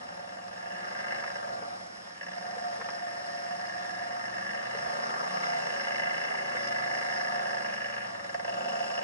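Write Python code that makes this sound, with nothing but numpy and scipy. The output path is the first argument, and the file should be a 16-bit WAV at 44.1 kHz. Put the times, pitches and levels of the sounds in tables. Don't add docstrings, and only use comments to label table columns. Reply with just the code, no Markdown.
import sys
import numpy as np
from scipy import signal
from scipy.io import wavfile
from scipy.ndimage import uniform_filter1d

SR = 44100
rng = np.random.default_rng(int(sys.argv[2]) if len(sys.argv) > 2 else 0)


def unload_audio(sound):
    columns = np.transpose(np.atleast_2d(sound))
    steps = np.round(np.clip(columns, -1, 1) * 32767)
    wavfile.write(sys.argv[1], SR, steps.astype(np.int16))


def how_loud(loudness_db):
    steps = np.asarray(loudness_db, float) / 20
    return 10 ** steps


N = 398223
TIME = np.arange(N) / SR

# (time [s], rate of the four-stroke cycle [cycles/s])
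ENGINE_SPEED = [(0.0, 17.45), (0.34, 21.32), (0.65, 20.39), (0.8, 24.99), (1.3, 25.87), (1.4, 22.41),
                (2.25, 18.38), (2.44, 23.76), (2.74, 22.54), (3.49, 22.63), (3.69, 23.73), (4.24, 22.9),
                (4.75, 25.61), (4.94, 28.98), (5.15, 28.87), (5.37, 31.6), (5.98, 26.13), (6.31, 29.68),
                (6.59, 25.89), (7.36, 27.33), (7.75, 25.08), (8.04, 24.63), (8.2, 20.38), (8.43, 19.22),
                (8.6, 25.77), (8.71, 27.78), (9.03, 26.17)]
# (time [s], load [dB], looseness of the rattling metal [dB], knock against the steady shaking [dB])
THROTTLE = [(0, -6, -16.5, 4), (.5, -7.5, -16, 9.5), (.75, -5, -8, 3.5), (1.15, -3, -0.5, 7.5),
            (1.35, -4.5, -7, 9), (1.5, -1, -11.5, 5), (1.75, -4.5, -14, -20), (1.95, -10.5, -18, -3),
            (2.185, -11.5, -13, 6), (2.205, -14.5, -7, 15), (2.45, -5, -11, 8.5), (3.3, -6, -7.5, 3.5),
            (4.15, -4.5, -5.5, 3.5), (4.6, -3, -0.5, 5), (5.1, 0, -5, 7.5), (5.5, -0.5, -1.5, 5.5),
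            (6.0, -1, 1.5, 9), (6.5, -2, 1, 4.5), (7.55, -0.5, -2, 10), (7.85, -5.5, -1, 9.5),
            (8.05, -3.5, -1, 5.5), (8.09, -4, -5, 4), (8.28, -5.5, -7, 13.5), (8.42, -5, -8, 17),
            (8.55, -0.5, -10.5, 9.5), (9.03, -2, -8.5, 10.5)]
# (time [s], level [dB])
WHEEL_CHURN = [(0, -10), (.5, -11.5), (1.2, -3), (1.45, -6.5), (2.15, -8.5), (2.75, -4.5), (3.8, -3),
               (4.15, -6), (5.5, 1.5), (6.35, -2), (6.95, 0.5), (7.6, -1), (8.2, -7.5), (8.8, -1),
               (9.03, -3.5)]
# (start [s], length [s], boost [dB], pitch [Hz])
WHINE_SPELLS = [(.8, 0.57, 3, 712), (2.3, 1.9, 7, 711), (5.45, 0.22, 7.5, 702), (6.55, 1.126, 6.5, 709),
                (8.45, 0.71, 7.5, 694.7)]


def evened(x):
    return x / np.sqrt(np.mean(np.abs(x) ** 2) + 1e-20)


def curve(rows, column):
    rows = np.array(rows)
    return np.interp(TIME, rows[:, 0], rows[:, column])


def hold(start, length):
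    rise_s, fall_s = 0.11, 0.06
    rise = (TIME - start) / rise_s + 0.5
    fall = (start + length - TIME) / fall_s + 0.5
    return np.clip(np.minimum(rise, fall), 0, 1)


def spells(rows):
    return sum(db * hold(start, length) for start, length, db, *_ in rows)


def strength(part):
    follows = {"exhaust": (-43.5, 0.85, 0.06), "frame": (-35.5, 1, 0.046), "panels": (-38.5, 0.9, 0.29),
               "rack": (-41.5, .05, 0.9), "bracket": (-44, 0.25, 0.97), "clatter": (-48.5, 0.059, 1),
               "low bar": (-48.5, 0.71, 0.49), "high bar": (-48.5, .05, 0.75), "whine": (-48, 0.68, .05)}
    buzzes = {"exhaust": [(6.3, 0.72, 3), (8.45, .3, 4)], "frame": [(0, 0.26, 1), (8.5, .6, 0.5)],
              "panels": [(5.0, 0.53, 3)], "rack": [(.55, 0.31, 6.5), (3.65, 0.42, 6), (4.35, 0.18, 6),
              (6.55, 1.33, 3), (8.2, 0.22, 0)], "bracket": [(.95, 0.35, 4), (4.0, 0.29, 3), (5.35, 0.21, 7),
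              (5.85, 1.36, 5.5)], "clatter": [(0, 0.81, 5), (5.3, 1.0, 2.5), (7.6, .45, 2),
              (8.45, 0.73, 12)], "low bar": [(.8, 0.66, 3.5), (6.1, .4, 0)], "high bar": [(2.45, 2.35, 5.5),
              (6.8, 0.73, 3)]}
    db, of_load, of_loose = follows[part]
    load, looseness = curve(THROTTLE, column=1), curve(THROTTLE, column=2)
    own_db = spells(buzzes.get(part, WHINE_SPELLS))
    return how_loud(db + of_load * load + of_loose * looseness + own_db)


def hiss_drive():
    return rng.standard_normal(N)


def ring(drive, modes):
    out = np.zeros((2, N))
    for hz, width, db, balance_db, lead in modes:
        turn = np.exp(2j * np.pi * np.cumsum(hz * np.ones(N)) / SR)
        poles = np.exp(-np.pi * width * np.array([1, 4, 6]) / SR)
        lowered = signal.lfilter([1], np.poly(poles), drive() * turn.conj())
        ringing = evened(turn * lowered)
        balance = how_loud([balance_db / 2, -balance_db / 2])
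        phase = np.exp([0.5j * lead, -0.5j * lead]) * np.exp(2j * np.pi * rng.random())
        ports = balance * phase
        out += how_loud(db) * (ports[:, None] * ringing).real
    return evened(out)


def firings(cycles, spread_db):
    firing_points = [.18, .53]
    out = np.zeros((2, N))
    for row, share in zip(out, firing_points):
        at = np.flatnonzero(np.diff(np.floor(cycles - share)))
        row[at] = how_loud(spread_db * rng.standard_normal(400))[:len(at)]
    return out


def exhaust(cycles):
    # (multiple of the cycle rate, relative level [dB])
    engine_orders = [(4, -4), (5, 13.5), (6, 8), (7, -.5), (8, 4), (9, 4), (10, -1), (11, 3), (12, 0),
                     (13, 2.5), (14, 8.5), (15, -6), (16, 2.5), (17, 2.5), (18, -5), (19, -1), (20, .5),
                     (21, -7), (22, 2), (23, -5), (24, -1.5), (25, -1), (26, -2), (27, -1), (28, -2),
                     (29, -4), (30, -2), (31, -7)]
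    # (frequency [Hz], relative level [dB], phase by which left leads [rad])
    pipe_colour = [(90, -13, -.3), (120, -9, -.4), (150, -13.5, -.4), (170, -6, -.3), (187, 5, -.2),
                   (205, 1, -.4), (235, 2, -1.1), (270, -12, 0), (320, -6, .5), (370, -6, .2),
                   (440, -8, .7), (520, -3.5, 1.2), (570, 7, 1.7), (630, 7, 2.6), (700, 18, 2.6),
                   (760, 13, 2.8), (860, 0, 2.6)]
    pipe_hz, pipe_db, pipe_lead = np.transpose(pipe_colour)
    out = np.zeros((2, N))
    for order, db in engine_orders:
        waver = np.interp(TIME, np.arange(60) / 6, rng.standard_normal(60))
        hz = order * curve(ENGINE_SPEED, column=1)
        lead = np.interp(hz, pipe_hz, pipe_lead) * np.array([[0.5], [-0.5]])
        level = how_loud(db + np.interp(hz, pipe_hz, pipe_db) + 3 * waver)
        out += level * np.cos(2 * np.pi * (order * cycles + rng.random()) + lead)
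    return strength("exhaust") * evened(out) * how_loud([[-0.8], [0.8]])


def pipe_boom():
    gained = np.maximum(np.gradient(curve(ENGINE_SPEED, column=1)) * SR, 0)
    pickup = uniform_filter1d(gained, size=4000)
    return how_loud(-63 + 0.2119 * pickup) * ring(hiss_drive, [(181.5, 20, 0, -4.0, -0.22)])


def shaking(clicks, first_db, depth, decay_s, clean):
    # (start [s], length [s], change [dB])
    first_knock = [(.6, 1, 0.5), (2.3, .4, -0.5), (3.2, .6, 1.5), (5.0, 0.74, -2), (8.15, 0.285, -21)]
    t = np.arange(2000) / SR
    burst = (1 - np.exp(-t / 0.00054)) * np.exp(-t / decay_s)
    blows = clicks[0] * how_loud(first_db + spells(first_knock)) + clicks[1]
    blows = blows * depth * how_loud(curve(THROTTLE, column=3))
    swell = 1 + signal.oaconvolve(blows, burst)[:N]
    steady = 1 / np.sqrt(uniform_filter1d(swell ** 2, 6000))
    return lambda: steady * (swell * rng.standard_normal(N) + clean * blows)


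def bodywork(clicks):
    # (pitch [Hz], width [Hz], relative level [dB], left over right [dB], phase by which left leads [rad])
    frame = [(501, 68, -17, 2, 0.3), (567.3, 28, -9, 4, 1.4), (693, 48.4, 0, -5, 2.84),
             (737, 41, -2.5, -0.5, 2.9), (777, 44, -6, 3, 2.68), (900, 53, -13.5, 9, 1.85)]
    panels = [(951, 65, -7.5, 5.8, 3), (1149, 70, -7.5, 2.4, -1.43), (1263, 43, -2.5, 3.2, -2.5),
              (1380, 310, -22, 0.69, -2), (1436, 55, 0, 0.71, -3)]
    rack = [(1705.6, 41.7, -2.5, 0.5, 1.65), (1944, 146, -9, -6.5, 3.46)]
    bracket = [(2042, 39, -2, -1.1, 2.71), (2204, 74, -9, -1, 3.92)]
    clatter = [(2624, 92, -9.5, -10, 0.5), (2680, 62, 5, 5.5, 3.5), (2866, 100, 7, -0.5, 2.0),
               (3405, 115, -10, 5, -2)]
    low_bar = [(1600.4, 49, 0, 3.4, 0.3)]
    high_bar = [(1823.6, 33.7, 0, 3.0, 1.0)]
    # (name, resonances, first cylinder dB, burst depth, burst decay s, weight of the sharp blow)
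    parts = [("frame", frame, -1.5, 0.52, 0.005, 40),
             ("panels", panels, -0.6, 0.4, 0.005, 14),
             ("rack", rack, -0.6, 0.9, 0.004, 40),
             ("bracket", bracket, -5, 1.1, 0.004, 32),
             ("clatter", clatter, 1.5, 0.8, 0.004, 18),
             ("low bar", low_bar, 0, 0.6, 0.005, 40),
             ("high bar", high_bar, 0, 0.5, 0.0045, 45)]
    return sum(strength(name) * ring(shaking(clicks, *how), modes) for name, modes, *how in parts)


def whine(cycles, clicks):
    middles = [start + length / 2 for start, length, *_ in WHINE_SPELLS]
    pitch = np.interp(TIME, middles, [hz for *_, hz in WHINE_SPELLS])
    orders = sum(np.cos(2 * np.pi * (order * cycles + rng.random())) for order in range(22, 36))
    struck = ring(shaking(clicks, -2, 0.3, 0.006, 70), [(pitch, 16, 0, -2, 1.9)])
    picked_out = ring(lambda: orders, [(pitch, 30, 0, -2, 1.9)])
    return strength("whine") * (struck + 1.2 * picked_out)


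def slaps():
    # (time [s], gulp level ahead of its envelope [dB], starting pitch of the gulp [Hz], puff over gulp [dB])
    slap_events = [(1.238, -42, 507, 11.5), (1.621, -38, 458, 1), (2.566, -35, 487, -8),
                   (2.79, -40, 460, -2), (2.81, -38.5, 482, 8.5), (2.886, -41.5, 526, 12.5),
                   (4.748, -35, 443, -7), (4.87, -39, 463, 1), (5.077, -42, 556, 5), (6.547, -30, 505, -4)]
    out, t = np.zeros((2, N + 8000)), np.arange(8000) / SR
    for s, db, hz, puff_db in slap_events:
        noise = rng.standard_normal((2, 8000))
        puff = evened(signal.lfilter(*signal.butter(3, [600, 1900], "bandpass", fs=SR), noise))
        puff = puff * how_loud(puff_db - 60 * t / 0.065) * (1 - np.exp(-t / 0.002))
        gulp = np.sin(2 * np.pi * hz * (t + 0.82 * t ** 2) + np.array([[0], [1.2]]))
        gulp *= how_loud(-60 * t / 0.079) * (1 - np.exp(-t / 0.0009))
        out[:, round(s * SR):][:, :8000] += how_loud(db) * (gulp + puff)
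    return out[:, :N]


def drops():
    # (time [s], peak level [dB], pitch [Hz])
    drop_events = [(3.2674, -42, 4470), (3.6706, -34.5, 5060), (3.9515, -38, 5180), (4.4477, -44, 5370),
                   (5.5664, -49, 5200), (6.675, -28.5, 5300)]
    out, t = np.zeros((2, N)), np.arange(600) / SR
    for s, db, hz in drop_events:
        tone = np.sin(2 * np.pi * hz * t + np.array([[0], [1.8]]))
        out[:, round(s * SR):][:, :600] += how_loud(db - 60 * t / 0.031) * tone
    return out


def port_spray(clicks, spray):
    # (pitch [Hz], width [Hz], relative level [dB], left over right [dB], phase by which left leads [rad])
    port = [(5227, 410, 6.5, -3.5, 1.85), (5680, 450, -5, -5, 1.1), (4440, 300, -11, 0, 2.4)]
    level = how_loud(-46 + curve(WHEEL_CHURN, column=1))
    return level * spray * ring(shaking(clicks, -6, 0.63, 0.012, 5.5), port)


def wash():
    # (frequency [Hz], in phase at both ports [dB], in opposite phase [dB])
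    wash_colour = [(25, -24, -34), (45, -37, -37), (96, -33, -15), (130, -11, -13), (197, -1, -4),
                   (304, -1, -0.5), (460, -5, -3.5), (940, 1.5, -1.5), (2050, -4.5, 8), (2410, -7, -7.5),
                   (3820, -14, -6), (7300, -14.5, -16.5), (9100, -20.5, -23), (10000, -17.5, -21)]
    frames, hz = N // 128 + 5, np.fft.rfftfreq(512, 1 / SR)
    a, b, c, d, patches = rng.standard_normal((frames, 257, 5)).T
    patches = uniform_filter1d(patches, 6, 0)
    patches = evened(uniform_filter1d(patches, 20, 1))
    flicker = np.minimum(rng.exponential(1, frames), 5) * np.clip(hz[:, None] / 4000, 0, 1)
    f, same_db, opposite_db = np.transpose(wash_colour)
    colour = np.array([np.interp(np.log(hz + 1), np.log(f), db) for db in (same_db, opposite_db)])
    spectrum = np.array([a + 1j * b, c + 1j * d])
    spectrum = spectrum * how_loud(colour[:, :, None] + 1.47 * patches + 1.28 * flicker)
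    same, opposite = signal.istft(spectrum, nperseg=512, noverlap=384)[1][:, :N]
    level_db = -42.5 + 0.48 * curve(WHEEL_CHURN, column=1) + 0.2 * curve(THROTTLE, column=1)
    return how_loud(level_db) * evened(np.array([same + opposite, same - opposite]))


def hisses():
    # (start [s], length [s], level [dB], centre [Hz], width [Hz])
    hiss_bands = [(7.62, .45, -55, 2350, 350), (8.52, .55, -64.5, 7100, 300)]
    return sum(how_loud(db) * hold(start, length) * ring(hiss_drive, [(hz, width, 0, 0, 1)])
               for start, length, db, hz, width in hiss_bands)


def mud_rumble():
    # (start [s], length [s], boost [dB])
    rough_ground = [(4.72, .2, 11), (1.4, 3.1, 2), (7.8, 1.0, 3)]
    return how_loud(-73 + spells(rough_ground)) * ring(hiss_drive, [(77.0, 53, 0, -0.7, 0)])


def scene():
    cycles = np.cumsum(curve(ENGINE_SPEED, column=1)) / SR
    clicks = firings(cycles, spread_db=1.5)
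    spray = how_loud(1.6 * np.interp(TIME, np.arange(200) / 20, rng.standard_normal(200)))
    engine = exhaust(cycles) + pipe_boom()
    body = bodywork(clicks) + whine(cycles, clicks)
    water = slaps() + drops() + port_spray(clicks, spray) + wash() * spray ** 0.17 + hisses()
    return engine + body + water + mud_rumble()


def roll_off(x):
    return signal.sosfilt(signal.butter(12, 12370, fs=SR, output="sos"), x)


def record(dry):
    thinned = signal.lfilter(*signal.butter(1, 60, "highpass", fs=SR), dry)
    band_limit = signal.firwin(511, 11070, window=("kaiser", 9), fs=SR)
    finished = signal.oaconvolve(thinned, band_limit[None], "same")
    return roll_off(finished)


dry = scene()
out = record(dry)
unload_audio(out)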